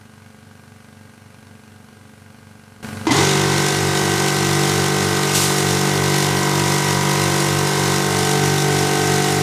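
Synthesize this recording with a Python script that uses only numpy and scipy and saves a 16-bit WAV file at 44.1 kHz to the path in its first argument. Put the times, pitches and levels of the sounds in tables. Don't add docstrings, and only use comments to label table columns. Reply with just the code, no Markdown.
import sys
import numpy as np
from scipy import signal
from scipy.fft import rfft, irfft, next_fast_len
from scipy.io import wavfile

SR = 44100
rng = np.random.default_rng(int(sys.argv[2]) if len(sys.argv) > 2 else 0)


def bounce(signal):
    frames = np.transpose(np.atleast_2d(signal))
    limited = np.clip(frames, -1, 1)
    pcm = np.round(limited * 32767).astype(np.int16)
    wavfile.write(sys.argv[1], SR, pcm)


N = 415422
TIME = np.arange(N) / SR

# (crank angle [turns], ring [Hz], width [Hz], level [dB])
BIG_KNOCKS = [(-.08, 166, 120, 11), (.39, 355, 57, 3), (-0.15, 730, 180, -2), (.06, 958, 300, 4),
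              (.05, 1444, 470, 2.5), (.42, 1514, 66, 0), (.05, 2170, 600, 1.5), (.62, 1860, 300, -8.5)]
# (multiple of the shaft rate, level [dB])
BIG_STANDOUTS = [(2, -8), (3, 2.5), (4, -2.5), (6, -9.5), (7, -1), (8, -3), (9, -4), (11, -11.5),
                 (13, -14.5), (15, -9), (16, -9), (22, -9.5), (31, -12), (32, -10)]
# (frequency [Hz], level [dB])
BIG_CASING = [(48, -39), (480, -17.5), (670, -28), (810, -13.5), (880, -14.5), (1020, -14), (1160, -19),
              (1220, -16), (1360, -14.5), (1450, -21.5), (1770, -27.5), (1900, -16), (2220, -20)]
# (frequency [Hz], relative level per Hz [dB])
BIG_RATTLE = [(25, -31), (50, -16), (100, -14), (200, -2.5), (280, -9.5), (400, 3), (580, -6.5),
              (760, -3.5), (1500, -7), (1750, -10), (2100, -11.5), (2600, -11), (5000, -66)]
# (frequency [Hz], relative level per Hz [dB])
BIG_AIR = [(1120, -42), (1900, -5.5), (2050, -6.5), (2590, -7.5), (3510, -4), (4630, -5.5), (5750, -4.5),
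           (6370, -6.5), (7190, -5.5), (7980, -8.5), (9160, -8.5), (10200, -13.5), (13300, -18),
           (14200, -19), (15000, -19)]
# (from [s], to [s], reach [1 = far across the small pump, below 0 = over the big pump])
ARM_REACHES = [(4.5, 5.9, 0.33), (5.95, 7.4, -0.28), (8.103, 9.6, 1)]
# (multiple of the shaft rate, change at full reach [dB])
STANDING_WAVES = [(6, 3), (9, 4.5), (11, -6.5), (15, 4.5), (16, 3), (17, -9), (19, 3), (20, -19), (21, -8),
                  (22, -4)]
# (time [s], level [dB], thud [Hz])
CLANKS = [(3.069, -13, 318), (3.108, -12, 280), (3.129, -18, 320), (3.164, -21, 290), (3.187, -21, 350),
          (3.211, -22, 410), (3.234, -22, 410)]
# (frequency [Hz], level [dB], time to fall 60 dB [s])
FRAME_MODES = [(745, -19.5, .07), (820, -4, 0.04), (940, -4, 0.062), (1003, -6.5, 0.1), (1065, -12, 0.041),
               (1540, -21, 0.066), (2024, -8, 0.051), (2080, -10, 0.044), (3130, -10, 0.029)]
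# (frequency [Hz], level [dB], 60 dB fall [s])
TANK_MODES = [(343, -6, 0.12), (413, -4, .11)]
# (time [s], speed [turns per s])
SMALL_SPEED = [(0, 24.02), (1.0, 24.02), (2.8, 23.95), (5.34, 23.9)]
# (time [s], level [dB])
SMALL_LEVEL = [(0, -2.5), (1.0, -2), (2.8, -2), (5.34, -15)]
# (crank angle [turns], ring [Hz], width [Hz], level [dB])
SMALL_KNOCKS = [(0, 110, 70, 2), (-.01, 225, 45, 0), (0, 850, 350, -6), (.01, 1510, 110, -3),
                (.48, 1510, 130, -7.5), (.46, 950, 300, -14), (0, 2500, 400, -14), (-.02, 4000, 3000, -13),
                (.45, 3500, 3000, -19)]
# (multiple of the shaft rate, level [dB])
SMALL_STANDOUTS = [(4, 4), (5, -0.5), (6, -1), (7, -6.5), (8, -13), (9, 5), (10, -1), (12, -8.5),
                   (18, -4.5), (22, -7), (29, -11), (31, -9), (48, -11), (52, -11)]
# (frequency [Hz], level [dB])
SMALL_CASING = [(24, -38), (72, -32), (345, -50), (410, -16), (620, -44), (790, -15.5), (1100, -27),
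                (1370, -23), (1450, -6.5), (1550, -9.5), (1610, -16)]
# (frequency [Hz], relative level per Hz [dB])
SMALL_AIR = [(30, -13), (90, 7), (150, 6), (220, 11), (340, 1.5), (620, -2), (1100, 0), (1520, -5),
             (1720, -3.5), (4000, -10.5), (10000, -12), (12000, -17), (15000, -22)]
# (time [s], level [dB])
PUFFS = [(5.337, -19), (5.4, -20.5), (5.55, -29)]
# (frequency [Hz], relative level per Hz [dB])
PUFF_COLOUR = [(800, -30), (2200, -1), (4000, 3.5), (8000, 4), (10500, -1), (13500, -6), (15000, -11)]
# (time [s], level [dB], ring [Hz], time to fall 60 dB [s])
SWITCH_TICK = (9.072, -17, 5650, .03)

BIG_ON_S, FIRST_STROKE_S = 3.067, 3.108
KICK_HZ, BIG_HZ, SAG_HZ = 22, 48.355, .125
RUN_UP_S, SAG_S = .043, 2.2
SMALL_TOP_S, BIG_TOP_S = 1.3868, 3.3159
DRIVE_DB, DRIVE_DB_PER_OCTAVE, DRIVE_SURGE_DB, DRIVE_SURGE_S = -0.33, 32, 4, .25
FLOW_DB, FLOW_DB_PER_OCTAVE, FLOW_SURGE_DB, FLOW_SURGE_S = -24, 13, 5.5, 0.34
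FIZZ_HZ, FIZZ_LAG_DB, FIZZ_LAG_S = 9500, 8.5, 0.67
ARM_MOVE_S = .45
DRIFT_DB_PER_OCTAVE, DRIFT_PER_S = 0.42, 1.293
SHUDDER_DB, SHUDDER_ATTACK_S, SHUDDER_HOLD_S, SHUDDER_DB_PER_S = -20, .006, 0.14, 130
STEP_S, STEP_DB = 2.828, 14.5
SMALL_OFF_S, COAST_S, COAST_DB_PER_S = 5.33, .45, 45
PUFF_ATTACK_S, PUFF_HOLD_S, PUFF_DB_PER_S = .013, .025, 110
HUM_HZ, SMALL_LAG, BIG_LAG = 100, .06, .85
EDGE_HZ = 15100


def big_pump():
    age = since(BIG_ON_S)
    sag = SAG_HZ * np.exp(-age / SAG_S)
    speed = BIG_HZ + sag - (BIG_HZ - KICK_HZ) * np.exp(-age / RUN_UP_S)
    turns = crank(speed, BIG_TOP_S)
    octaves = np.log2(speed / BIG_HZ)
    drive_db = DRIVE_DB + DRIVE_DB_PER_OCTAVE * octaves + DRIVE_SURGE_DB * np.exp(-age / DRIVE_SURGE_S)
    flow_db = FLOW_DB + FLOW_DB_PER_OCTAVE * octaves + FLOW_SURGE_DB * np.exp(-age / FLOW_SURGE_S)

    orders = harmonics(BIG_STANDOUTS, BIG_CASING, BIG_HZ, uneven_db=3, count=46)
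    tones = drone(turns, orders, BIG_KNOCKS, BIG_HZ, waver=.14, scatter=.9, swell=arm_swell)
    body = amp(-18.5) * tones * amp(0.52 * wander(48))
    clicks = clatter(turns, BIG_KNOCKS, above_hz=850, spread_db=3.5, loose=0.15)
    ticks = amp(-35.5) * room(clicks, wet_db=-2.5, t60=0.23)
    shaking = 1 + .5 * gate(turns, angle=0.11, rise=.04, fall=0.14)
    rattle = amp(-29.0) * noise(BIG_RATTLE) * evened(shaking)
    machine = (body + ticks + rattle + hum(-35.5, BIG_LAG)) * amp(drive_db)

    valve = 1 + 1.15 * gate(turns, angle=-0.066, rise=0.19, fall=0.12) * amp(2.7 * wander(60))
    air = noise(BIG_AIR, ripple_db=1.3)
    dull = lowpass(air, FIZZ_HZ)
    fizz = (air - dull) * amp(-FIZZ_LAG_DB * np.exp(-age / FIZZ_LAG_S))
    bursts = room((dull + fizz) * evened(valve), wet_db=-8.5, t60=0.16)
    hiss = bursts * amp(flow_db + 0.68 * wander(10))
    return (TIME > BIG_ON_S) * machine + (TIME > FIRST_STROKE_S) * hiss


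def arm_swell(k):
    shift_db = sum(db for multiple, db in STANDING_WAVES if round(multiple) == k)
    drift_db = DRIFT_DB_PER_OCTAVE * np.log2(k) * wander(DRIFT_PER_S)
    if not shift_db:
        return amp(drift_db)
    reach = np.zeros(N)
    for start_s, end_s, far in ARM_REACHES:
        inside_s = np.minimum(TIME - start_s, end_s - TIME)
        reach += far * np.clip(.5 + inside_s / ARM_MOVE_S, 0, 1)
    return amp(shift_db * reach + drift_db)


def start_clanks():
    t, out = np.arange(SR // 3) / SR, np.zeros(N)
    for start_s, db, thud_hz in CLANKS:
        thud = amp(4.0 - 60 * t / 0.13) * np.sin(2 * np.pi * thud_hz * t)
        ring = np.zeros(len(t))
        for hz, mode_db, t60 in FRAME_MODES:
            struck_hz = hz * (1 + 0.018 * rng.standard_normal())
            ring += amp(mode_db - 60 * t / t60) * np.sin(2 * np.pi * struck_hz * t + 2 * np.pi * rng.random())
        crack = amp(-2.5 - 60 * t / 0.19) * lowpass(rng.standard_normal(len(t)), hz=6460)
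        out[round(start_s * SR):][:len(t)] += amp(db) * (thud + ring + crack)
    return room(tank(out), wet_db=-9, t60=.25)


def shudder():
    t = np.arange(SR // 8) / SR
    ring = sum(amp(db - 60 * t / t60) * np.sin(2 * np.pi * hz * t) for hz, db, t60 in FRAME_MODES + TANK_MODES)
    taps = rng.standard_normal(N) * (rng.random(N) < 500 / SR)
    chatter = evened(tank(signal.oaconvolve(taps, ring)[:N]))
    return chatter * amp(SHUDDER_DB) * burst(BIG_ON_S, SHUDDER_ATTACK_S, SHUDDER_HOLD_S, SHUDDER_DB_PER_S)


def small_pump():
    coasting = since(SMALL_OFF_S)
    speed_hz = SMALL_SPEED[0][1]
    turns = crank(curve(SMALL_SPEED) * np.exp(-coasting / COAST_S), SMALL_TOP_S)
    orders = harmonics(SMALL_STANDOUTS, SMALL_CASING, speed_hz, uneven_db=5, count=67)
    tones = drone(turns, orders, SMALL_KNOCKS, speed_hz, waver=.09, scatter=.25)
    body = amp(-43.5) * tones * amp(.5 * wander(23.66))
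    clicks = clatter(turns, SMALL_KNOCKS, above_hz=1800, spread_db=1.8, loose=.08)
    ticks = amp(-60) * room(clicks, wet_db=-4, t60=.2)
    pulsing = 1 + 0.49 * gate(2 * turns, angle=.03, rise=.06, fall=.4)
    air = amp(-48.0) * noise(SMALL_AIR, ripple_db=2) * evened(pulsing)
    machine = body + ticks + air + hum(-54.5, SMALL_LAG)
    return machine * amp(curve(SMALL_LEVEL) - COAST_DB_PER_S * coasting)


def unloader():
    power = np.zeros(N)
    for start_s, db in PUFFS:
        power += (amp(db) * burst(start_s, PUFF_ATTACK_S, PUFF_HOLD_S, PUFF_DB_PER_S)) ** 2
    return noise(PUFF_COLOUR) * np.sqrt(power) * amp(1.2 * wander(35))


def switch_tick():
    start_s, db, hz, t60 = SWITCH_TICK
    t = since(start_s)
    return amp(db - 60 * t / t60) * np.sin(2 * np.pi * hz * t) * (1 + .6 * rng.standard_normal(N))


def drone(turns, orders, knocks, speed_hz, waver, scatter, swell=lambda k: 1):
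    angle, ring_hz, width, db = np.transpose(knocks)
    out, power = np.zeros(N), 0
    for k, level_db in orders:
        resonance = width / 2 + 1j * (k * speed_hz - ring_hz)
        answer = np.sum(amp(db) * np.exp(-2j * np.pi * k * angle) / resonance)
        phase = np.angle(answer) + scatter * k / len(orders) * rng.standard_normal()
        line = np.cos((2 * np.pi * (k * turns % 1) + phase).astype(np.float32))
        out += amp(level_db) * swell(k) * (1 + waver * wander(7)) * line
        power += amp(level_db) ** 2 / 2
    return out / np.sqrt(power)


def harmonics(standouts, casing, speed_hz, uneven_db, count):
    hz, db = np.transpose(casing)
    multiples = np.arange(count) + 1
    levels = np.interp(np.log(multiples * speed_hz), np.log(hz), db) + uneven_db * rng.standard_normal(count)
    strong = {round(k): level_db for k, level_db in standouts}
    return [(k, strong.get(k, level_db)) for k, level_db in zip(multiples, levels)]


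def clatter(turns, knocks, above_hz, spread_db, loose):
    t, out = np.arange(2048) / SR, np.zeros(N)
    for angle, hz, width, db in knocks:
        if hz > above_hz:
            clicks = strokes(turns, angle, spread_db)
            fading = signal.lfilter([1], [1, -np.exp(-1 / (0.0053 * SR))], clicks)
            scatter = fading * rng.standard_normal(N)
            ring = np.exp(-np.pi * width * t) * np.sin(2 * np.pi * hz * t)
            out += amp(db) * evened(signal.oaconvolve(clicks + loose * scatter, ring)[:N])
    return evened(out)


def strokes(turns, angle, spread_db):
    at = np.flatnonzero(np.diff(np.floor(turns - angle)) > 0)
    clicks = np.zeros(N)
    clicks[at] = amp(spread_db * rng.standard_normal(1000)[:len(at)])
    return clicks


def crank(speed, top_s):
    turns = np.cumsum(speed) / SR
    return turns - np.interp(top_s, TIME, turns)


def gate(turns, angle, rise, fall):
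    past = (turns - angle) % 1
    return np.exp(-past / fall) + np.exp((past - 1) / rise)


def hum(level_db, lag):
    return amp(level_db) * np.sqrt(2) * np.cos(2 * np.pi * (HUM_HZ * TIME - lag))


def noise(spectrum, ripple_db=0):
    hz, db = np.transpose(spectrum)
    size = next_fast_len(N)
    f = np.fft.rfftfreq(size, 1 / SR)
    ripple = np.interp(f, np.linspace(0, SR / 2, num=220), rng.standard_normal(220))
    gain = amp(np.interp(np.log(f + 1), np.log(hz + 1), db) + ripple_db * ripple)
    return evened(irfft(rfft(rng.standard_normal(size)) * gain, size)[:N])


def room(x, wet_db, t60):
    t = np.arange(SR // 3) / SR
    sparse = (rng.random(len(t)) < 2000 / SR) * (t > .003)
    taps = rng.standard_normal(len(t)) * sparse * amp(-60 * t / t60)
    tail = signal.oaconvolve(x, taps / np.linalg.norm(taps))[:N]
    return (x + amp(wet_db) * tail) / np.hypot(1, amp(wet_db))


def tank(x):
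    return signal.sosfilt(signal.butter(2, 150, "high", fs=SR, output="sos"), x)


def lowpass(x, hz):
    return signal.sosfiltfilt(signal.butter(2, min(hz, .45 * SR), fs=SR, output="sos"), x)


def burst(start_s, attack_s, hold_s, fall_db_per_s):
    rise = np.minimum(since(start_s) / attack_s, 1)
    return rise * amp(-fall_db_per_s * since(start_s + attack_s + hold_s))


def since(start_s):
    return np.maximum(TIME - start_s, 0)


def wander(per_s):
    return np.interp(TIME * per_s, np.arange(2000), rng.standard_normal(2000))


def curve(rows):
    return np.interp(TIME, *np.transpose(rows))


def evened(x):
    return x / np.sqrt(np.mean(x ** 2) + 1e-20)


def amp(db):
    return 10 ** (np.asarray(db) / 20)


def scene():
    step = amp(STEP_DB * (TIME > STEP_S))
    big = big_pump() + start_clanks() + shudder()
    small = step * small_pump() + unloader() + switch_tick()
    return (big + small)[None]


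def record(dry):
    rounded = dry / (1 + (dry / .85) ** 6) ** (1 / 6)
    band_limit = signal.firwin(511, EDGE_HZ, window=("kaiser", 9), fs=SR)
    return signal.oaconvolve(rounded, band_limit[None], "same")


dry = scene()
out = record(dry)
bounce(out)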